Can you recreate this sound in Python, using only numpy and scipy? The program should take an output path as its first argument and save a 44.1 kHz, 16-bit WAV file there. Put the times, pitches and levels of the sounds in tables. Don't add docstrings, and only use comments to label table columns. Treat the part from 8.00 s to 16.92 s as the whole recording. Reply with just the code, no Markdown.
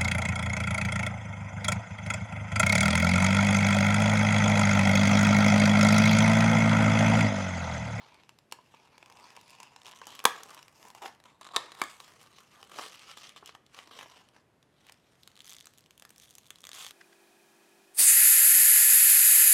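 import sys
import numpy as np
from scipy import signal
from scipy.fft import rfft, irfft
from scipy.io import wavfile
from scipy.ndimage import uniform_filter1d

SR = 44100
rng = np.random.default_rng(int(sys.argv[2]) if len(sys.argv) > 2 else 0)


def waveform_to_disk(signal):
    frames = np.transpose(np.atleast_2d(signal))
    scaled = np.clip(frames, -1, 1) * 32767
    samples = np.round(scaled).astype(np.int16)
    wavfile.write(sys.argv[1], SR, samples)


def nominal_scale(level):
    x = np.asarray(level, float) / 20
    return 10 ** x


N = 393372

# time of the top in seconds, level in dB against the
# other moves, seconds to swell by 20 dB, seconds to fade by 20 dB (anything under 0.01 acts as 0.01).
MOVES = [(0, -58, .1, 0.38), (0.749, -66, 0.26, 0.7), (1.25, -62.5, 0.33, 0.23), (1.38, -66, -0.2, 1.9),
         (1.62, -66, 0.35, .15), (1.866, -56, 0.03, 0.13), (1.965, -62.5, -0.21, 0.7),
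         (2.08, -52.5, -0.05, 0.35), (2.351, -51.5, -0.1, 0.19), (2.572, -61.5, .5, 0.13),
         (2.844, -63, 0.27, 0.14), (2.955, -64.5, -0.03, 0.32), (3.024, -53.5, -0.04, 0.11),
         (3.055, -52.5, -0.02, 0.07), (3.257, -60.5, -0.02, 0.12), (3.415, -60, -0.05, 0.1),
         (3.47, -61, 0.05, .2), (3.545, -49.5, -0.0149, 0.31), (3.8, -50.5, 0.08, 0.33),
         (4.005, -56.5, -0.2, 0.3), (4.205, -60.5, -0.66, .25), (4.385, -60, 0.1, 0.2),
         (4.529, -61, 0.05, 0.7), (4.72, -55, .03, 0.2), (4.795, -44.5, .083, 0.24),
         (4.94, -63, 0.05, 0.65), (5.095, -48.5, 0.14, 0.11), (5.173, -46.5, -0.03, 0.1148),
         (5.235, -50.5, -0.07, 0.16), (5.284, -49.5, 0.09, 0.04), (5.369, -47.5, -0.06, 0.05),
         (5.475, -50, 0.05, .07), (5.549, -57, -0.4, 0.03), (5.75, -54.5, 0.04, 0.26),
         (5.8, -58.5, 0.13, 0.03), (5.915, -53.5, .01, 0.33), (5.99, -50.5, 0.11, 0.1),
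         (6.06, -61, 0.05, 0.19), (6.2, -57, 0.24, .1), (6.372, -65, .1, .07), (6.892, -62.5, 0.18, 0),
         (7.162, -70, 0.54, 1), (7.54, -65.5, .83, 0.6), (8.235, -67.5, 0.4, 0.9), (8.745, -49, -0.02, 0.3),
         (8.804, -41.5, 0.01, 0.04)]
# time in seconds, boom in dB, edge in dB,
# both as starting points that the rustle and the crackle shift further.
GRIP = [(0, -1, -18.5), (.55, -8, -7), (.9, 4, -9.5), (1.3, 2, -6), (2.1, -0.5, -10.5), (2.4, 1.5, -8.5),
        (2.9, 6.5, 0.5), (3.25, 3.5, -9.5), (3.5, 3, -15), (4, -2, -5), (4.8, 1.5, -8), (5.1, -12.5, -11.5),
        (5.45, -6.5, -13), (5.8, -2, -9.5), (6.4, 0.5, -12), (6.9, -4, -9.5), (7.5, -10, -6),
        (8.3, -9, -1.5), (8.92, -8, -4)]
# time in seconds, base pitch of the first air resonance in Hz,
# base pitch of the second in Hz, extra strength of the resonances in dB.
HOLLOW = [(0, 885, 2150, 0), (.55, 960, 2920, -3), (.74, 930, 2500, -1), (1.701, 920, 2640, 3),
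          (2.1, 980, 3060, -1.5), (2.25, 1111, 3360, -7), (2.701, 1040, 2700, -1.5),
          (3.04, 800, 2760, -0.5), (3.2, 980, 2780, -4.5), (3.45, 1027, 3850, 4), (3.75, 1090, 3720, -1.5),
          (4.2, 1070, 2985, -4.5), (5.2, 1177, 3050, -3.5), (6.3, 943, 2864, -5.5), (7.2, 1096, 3447, -10),
          (8.92, 1098, 3290, -4)]
# share of the first base pitch, share of the second (both plain
# numbers), width in Hz, level in dB before the extra strength.
HOLLOW_MODES = [(1.05, 0, 190, 7), (0.98, 1, 220, -3), (0.037, 1, 370, 3), (0, 1.95, 700, 1),
                (0.049, 2.5, 1800, -2.5)]
# pitch in Hz, seconds to fall by 60 dB.
ROOM_DECAY = [(200, 0.27), (600, 0.27), (1500, 0.31), (4000, 0.39), (10000, 0.21)]
# pitch in Hz, gain in dB.
ROOM_COLOUR = [(1300, -0.5), (1900, 2.5), (2800, -2), (4000, -2), (7000, 1.5)]
# pitch in Hz, relative level in dB per Hz.
AIR_COLOUR = [(24, -36), (40, -11), (127, 0.5), (438, -6), (640, -7.5), (1110, -13.5), (2100, -17),
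              (2760, -20.5), (4920, -27.5), (11900, -31), (16500, -54)]
# pitch in Hz, level in dB before a shared cut of 1 dB.
HUM = [(118.4, -82.5), (150.7, -80)]
# time in seconds, peak of the dry crack in dB, boom of the shell
# in dB, edge of the crack in dB, ring of the crease in Hz.
SNAPS = [(0.1443, -46, -8, -11, 3440), (0.235, -44, 2, -15, 3600), (0.2924, -40, 0, -9, 2780),
         (0.3873, -43, 4, -4.5, 3920), (0.514, -43, -10, -8, 4800), (0.5232, -24.5, 3.5, -2, 2960),
         (0.586, -44.5, 31, -14, 1500), (0.7394, -44, 27, -14, 2930), (0.98, -39.5, -1, -10, 2490),
         (1.027, -38.5, 7, -15, 2500), (1.06, -41.5, -4, -9, 2710), (1.099, -42, 11, -1, 3140),
         (1.124, -43, -4, -7, 2560), (1.171, -43.5, -8, -10, 2580), (1.198, -44, 3, -9, 2330),
         (1.304, -43, 3, -8, 2690), (1.365, -38, 6.5, -2, 2630), (1.373, -39.5, 12, -20, 2450),
         (1.4123, -41.5, -1, 0, 2590), (1.602, -35, 5.5, -2.5, 7040), (1.6308, -35.5, -0.5, -3, 4780),
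         (1.7621, -36, 0.5, -6.5, 2970), (1.8582, -34.5, -6, -11.5, 3190), (1.935, -40, 2, -27, 1500),
         (2.0154, -35, 11, -9.5, 1490), (2.069, -32, 10.5, 2.5, 6700), (2.152, -34.5, -9, -1.5, 3300),
         (2.192, -30, -2.5, -11.5, 5150), (2.2013, -32, -0.5, -18, 2820), (2.2403, -27, 11, 5.5, 1510),
         (2.2524, -9.5, 11.5, -10, 1740), (2.2535, -2.5, 5.5, -0.5, 3500), (2.4337, -29.5, 2, -0.5, 5900),
         (2.5765, -39, 5, -17, 2660), (2.6282, -39, -6, -5, 2800), (2.6813, -40.5, 3.5, -7.5, 2600),
         (2.828, -39.5, 5, -5, 2900), (2.851, -41, 17.5, -1, 2896), (2.884, -41.5, 0, 1, 2020),
         (2.9026, -38.5, -2, -4.5, 4500), (2.949, -37.5, 14, 0, 2900), (3.023, -35.5, 20, -2, 2900),
         (3.044, -34, 20, -21, 2900), (3.059, -27.5, 6.5, -35, 2850), (3.149, -46.5, 0, -6, 2840),
         (3.201, -47, 7, -6, 3940), (3.239, -44, 6, -6, 4030), (3.256, -44.5, 10, -9, 3980),
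         (3.416, -40, 11.5, -9.5, 3840), (3.445, -47, 3, -8, 1710), (3.467, -34.5, 0.5, -20, 4030),
         (3.5626, -8, -6, -13.5, 3870), (3.5662, -9.5, -1.5, -13, 3780), (3.662, -46.5, 7, -15, 3900),
         (3.719, -34.5, 3, -12, 4000), (3.75, -40, 6, -5, 3800), (3.8163, -12, 8.5, -6, 2190),
         (3.838, -28, -5, -6, 7500), (4.002, -32.5, -0.5, -9, 3840), (4.3852, -39.5, 2, -10, 2950),
         (4.6283, -35, 5.5, -10, 3110), (4.7869, -24, 8.5, -12, 1290), (4.7931, -29, 13, -19, 2800),
         (4.994, -39.5, -7, -5.5, 4480), (5.114, -37.5, 1, -10, 3000), (5.172, -39, 5, -18, 3200),
         (5.233, -40, -4, -10, 2900), (5.293, -38.5, -10, -6.5, 3500), (5.362, -39.5, 6, -11, 3500),
         (5.4252, -40, 31, -19, 1508), (5.46, -33.5, -13, -2.5, 7800), (5.476, -39.5, -12, -7, 5000),
         (5.4921, -36, 6.5, -17, 2720), (5.55, -37.5, 10, -13, 3150), (5.6647, -44.5, -8, -8, 3350),
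         (5.746, -40, 3, -9, 4300), (5.789, -34, -1, -23.5, 2690), (5.874, -42, 7, -11, 4600),
         (5.911, -43, 21, -10, 2500), (5.9897, -31, 2.5, -16.5, 3000), (6.01, -37, 11, -16, 2500),
         (6.059, -42, 15.5, -17, 3100), (6.288, -44, -3, -7, 3000), (6.3637, -44, 6.5, -16, 1554),
         (6.628, -48.5, -5, -7.5, 3000), (6.8882, -40.5, -9, -16.5, 2455), (6.896, -36.5, 3, -10, 2250),
         (6.922, -39.5, -5.5, -4, 5240), (7.2333, -41.5, -17, -7.5, 4950), (7.2756, -36.5, -3, -5, 3900),
         (7.3661, -44, -12.5, -8.5, 3365), (7.3918, -43, -17, -7.5, 3400), (7.405, -33.5, -16, -12, 3410),
         (7.566, -36.5, -6, -4, 6930), (7.5846, -38, -14, -7, 3500), (7.609, -34.5, -20, -9.5, 3540),
         (7.6568, -39, -4.5, 1.5, 7900), (7.67, -35.5, -6, -10, 6420), (7.776, -46, -2.5, -3.5, 7100),
         (7.8078, -46, -6, 0.5, 4970), (7.8612, -45, -7, -6.5, 3090), (7.908, -41.5, -8, -4.5, 3060),
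         (7.978, -40.5, -9.5, 1, 3250), (7.9975, -40, -4, -0.5, 3240), (8.0224, -38, 6, -4, 3230),
         (8.0512, -36, 1, -2.5, 1510), (8.093, -43, -13, -2, 5800), (8.1049, -41, 4, 2, 8350),
         (8.161, -44.5, -8, -2, 5000), (8.181, -40, -8, -2, 5860), (8.1992, -39.5, -7.5, -3, 6000),
         (8.308, -40.5, -13, 4, 6600), (8.3527, -35, -16, 1, 6120), (8.383, -36, -4, 0.5, 6700),
         (8.5052, -29.5, -8, -5.5, 3390), (8.558, -39, -9, -8.5, 3880), (8.6404, -32.5, -6.5, -10.5, 3660),
         (8.652, -33, -6, -6, 6830), (8.6694, -31, -6.5, -5, 6260), (8.6912, -32, 0, -5, 6940),
         (8.716, -30.5, -7, -9, 3640), (8.732, -32.5, -8, -9, 3450), (8.847, -30, -2, -6, 3480),
         (8.865, -28, -7, -6, 3340), (8.9085, -32, -2.5, -5.5, 3720)]
# pitch in Hz, width in Hz, level in dB for
# a crack that peaks at 0 dB.
WALL_MODES = [(370, 300, -2), (800, 360, -5), (1090, 260, 2.5), (1740, 260, 5), (2300, 160, -0.5)]
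# start in seconds, length in seconds, ticks per second,
# middle peak level in dB.
CRACKLE = [(1.448, .14, 38, -44.5), (1.792, .2, 50, -43.5), (2.029, .15, 70, -44), (2.438, .16, 61, -41.5),
           (3.404, .14, 48.6, -43), (4.189, .06, 55, -44), (4.602, .12, 48, -47), (4.849, .12, 60, -43.5),
           (6.838, .12, 51, -49), (7.28, .37, 40, -45.5), (7.71, .14, 35, -50), (8.578, .06, 70, -44.5)]
# start in seconds, length in seconds, top slips per second,
# middle peak level in dB at that top.
PEELS = [(1.849, .055, 170, -40), (1.95, .025, 200, -44), (7.447, .109, 160, -37),
         (8.212, .045, 290, -46.5), (8.26, .085, 120, -48), (8.432, .07, 110, -48.5),
         (8.736, .162, 230, -37.5)]

BOOM_HZ, BODY_HZ, EDGE_HZ = 1000, 3200, 9500


def evened(x):
    return x / np.sqrt(np.mean(x ** 2) + 1e-20)


def read(points, hz):
    f, value = np.transpose(points)
    return np.interp(np.log(hz + 1), np.log(f + 1), value)


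def add(mix, s, sound):
    part = mix[round(s * SR):][:len(sound)]
    part += sound[:len(part)]


def shell(hz, t, shift=1):
    s, first, second, strength_db = np.transpose(HOLLOW)
    power = nominal_scale(-5.5) ** 2
    for a, b, width_hz, db in HOLLOW_MODES:
        centre_hz = shift ** b * np.interp(t, s, a * first + b * second)
        off = 2 * (hz - centre_hz) / width_hz
        mode_gain = nominal_scale(db + np.interp(t, s, strength_db))
        power = power + mode_gain ** 2 / (1 + off ** 2) ** 1.17
    no_bass = 1 + (240 / (hz + 1)) ** 3
    no_top = 1 + (hz / 14300) ** 8
    return np.sqrt(power) / no_bass / no_top


def tilt(hz, boom_db, edge_db):
    octave = np.log2(hz + 1)
    low = np.clip((np.log2(BODY_HZ) - octave) / np.log2(BODY_HZ / BOOM_HZ), 0, 1)
    high = np.clip((octave - np.log2(BODY_HZ)) / np.log2(EDGE_HZ / BODY_HZ), 0, 1.5)
    return nominal_scale(low * boom_db + high * edge_db)


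def grip(t):
    s, boom_db, edge_db = np.transpose(GRIP)
    return np.interp(t, s, boom_db), np.interp(t, s, edge_db)


def hands(t):
    top, db, swell, fade = np.transpose(MOVES)[:, :, None]
    before = (top - t) / np.maximum(swell, .01)
    after = (t - top) / np.maximum(fade, .01)
    away = np.maximum(before, after)
    move_gain = nominal_scale(db - 20 * away ** 1.2)
    return np.sqrt((move_gain ** 2).sum(0))


def rustle():
    clumps = nominal_scale(2.0 * evened(uniform_filter1d(rng.standard_normal(N), 350)))
    sizes = nominal_scale(2.3 * np.minimum(rng.exponential(1, N), 2.5))
    slips = sizes * (rng.random(N) < 350 / SR)
    fading = np.exp(-np.arange(200) / 36.0)
    slips = signal.oaconvolve(slips, fading)[:N] * rng.standard_normal(N)
    rub = nominal_scale(0.87) * rng.standard_normal(N)
    drive = evened(slips) + rub
    hz, t, z = signal.stft(evened(drive * clumps), SR, nperseg=512, noverlap=448)
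    boom_db, edge_db = grip(t)
    shift = 1 + 0.038 * evened(uniform_filter1d(rng.standard_normal(len(t)), size=30))
    colour = shell(hz[:, None], t, shift) * tilt(hz[:, None], boom_db + 3.0, edge_db - 2)
    patches = rng.standard_normal(z.shape[::-1]).T
    patches = uniform_filter1d(uniform_filter1d(patches, 12, 0), 40, 1)
    colour *= nominal_scale(2.3 * evened(patches))
    z = z * colour * hands(t) * nominal_scale(9)
    return signal.istft(z, SR, nperseg=512, noverlap=448)[1][:N]


def room(x):
    taps = np.zeros((3, SR // 2))
    at = np.arange(120, SR // 2 - 10, 10) + rng.integers(0, 10, (3, SR // 20 - 13))
    np.put_along_axis(taps, at, rng.choice([-1., 1.], at.shape), 1)
    hz, t, z = signal.stft(taps, SR, nperseg=256)
    hz = hz[:, None]
    early = 1 + nominal_scale(6 - 60 * t / 0.037)
    beam = np.sqrt(1 + (hz / 2500) ** 2 / (1 + (hz / 5500) ** 2))
    decay = nominal_scale(read(ROOM_COLOUR, hz) - 60 * t / read(ROOM_DECAY, hz))
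    tails = signal.istft(z * early / beam * decay, SR, nperseg=256)[1]
    turns = np.arange(N) / SR / .11 + np.arange(3)[:, None] / 3
    place = np.cos(np.pi * turns) * np.sqrt(2 / 3)
    echoes = signal.oaconvolve(x * place, tails, axes=1)[:, :N].sum(0)
    return x + nominal_scale(-12.0) / np.linalg.norm(tails[0]) * echoes


def air():
    hz, t = np.fft.rfftfreq(N, 1 / SR), np.arange(N) / SR
    shaped = irfft(rfft(rng.standard_normal(N)) * nominal_scale(read(AIR_COLOUR, hz)), N)
    hush = nominal_scale(-68.5) * evened(shaped)
    drift = uniform_filter1d(rng.standard_normal((len(HUM), N)), 2000, 1)
    waver = np.cumsum(drift, 1) * 0.017
    hum = sum(nominal_scale(db - 1.0) * np.sin(2 * np.pi * f * t + w) for (f, db), w in zip(HUM, waver))
    return hush + hum


def causal(gain):
    circle = np.log(np.r_[gain, gain[-2:0:-1]] + 1e-5)
    return gain * np.exp(-1j * signal.hilbert(circle).imag[:len(gain)])


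def cracks(rows):
    out, t, hz = np.zeros(N), np.arange(1024) / SR, np.fft.rfftfreq(1024, 1 / SR)
    noise = rng.standard_normal((len(rows), 1024))
    bumps = uniform_filter1d(uniform_filter1d(noise[:, :len(hz)], size=12), size=12)
    facets = nominal_scale(3.5 * evened(bumps) * hz / (hz + BOOM_HZ))
    fade_out = np.cos(t / t[-1] * np.pi / 2)
    for (s, peak_db, boom_db, edge_db, ring_hz), ragged, face in zip(rows, noise, facets):
        u = t / (0.0018 * nominal_scale(.3 * boom_db))
        burst = rfft(ragged * u ** 1.44 * np.exp(-3 * u))
        burst /= np.sqrt(uniform_filter1d(abs(burst) ** 2, 13)) ** 0.65
        crease = nominal_scale(3.5) / (1 + (2 * (hz - ring_hz) / 750) ** 2)
        walls = sum(nominal_scale(db + 0.45 * peak_db) / (1 + (2 * (hz - f) / width_hz) ** 2)
                    for f, width_hz, db in WALL_MODES)
        walls = walls / (1 + (230 / (hz + 1)) ** 4)
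        hollow = shell(hz, s) * face ** min(-peak_db / 20, 1)
        gain = np.hypot(hollow, crease + walls) * tilt(hz, boom_db, edge_db)
        sound = irfft(burst * causal(gain))
        add(out, s - .0005, nominal_scale(peak_db) * fade_out * sound / abs(sound).max())
    return out


def thumps():
    out, u = np.zeros(N), np.arange(2048) / SR / .003
    push = u * (2 - u) * np.exp(-u)
    for s, peak_db, *_ in SNAPS:
        add(out, s, nominal_scale(-32.5 + 0.96 * peak_db) * push)
    return out


def crackle(start, length, per_s, peak_db):
    when = start + np.cumsum(rng.uniform(.25, 1.75, 64)) / per_s
    a, b, c, d = rng.standard_normal((64, 4)).T
    boom_db, edge_db = grip(when)
    ring_hz = 4300 * 2 ** (.5 * d)
    rows = np.c_[when, peak_db + 3 * a, boom_db + 4.5 * b, edge_db + 4.5 * c, ring_hz]
    return rows[when < start + length]


def peel(start, length, top_per_s, top_db):
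    t = np.arange(0, length, 1 / SR)
    arch = np.sin(np.pi * t / length)
    per_s = top_per_s * (.58 + (1 - .58) * arch)
    at = np.diff(np.floor(np.cumsum(per_s) / SR), prepend=-1) > 0
    a, b, c = rng.standard_normal((64, 3))[:at.sum()].T
    when = start + t[at] + .12 * a / per_s[at]
    peak_db = top_db - 6 * (1 - arch[at]) + 2.5 * b
    boom_db, edge_db = -11 + 0 * a, -5 + 2.5 * c
    ring_hz = 3450 * (1 + .8 * (c > .2))
    return np.c_[when, peak_db, boom_db, edge_db, ring_hz]


def scene():
    ticks = [crackle(*row) for row in CRACKLE]
    slips = [peel(*row) for row in PEELS]
    pack = rustle() + cracks(SNAPS) + cracks(np.vstack(ticks + slips))
    light = signal.butter(2, 95, "high", fs=SR, output="sos")
    handled = signal.sosfilt(light, room(pack) + thumps())
    return (handled + air())[None]


def band_limit(x):
    return signal.sosfilt(signal.butter(12, 17150, fs=SR, output="sos"), x)


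def record(dry):
    low_pass = signal.cheby2(10, 50, 16900, fs=SR, output="sos")
    mix = signal.sosfilt(low_pass, dry)
    return band_limit(mix)


dry = scene()
out = record(dry)
waveform_to_disk(out)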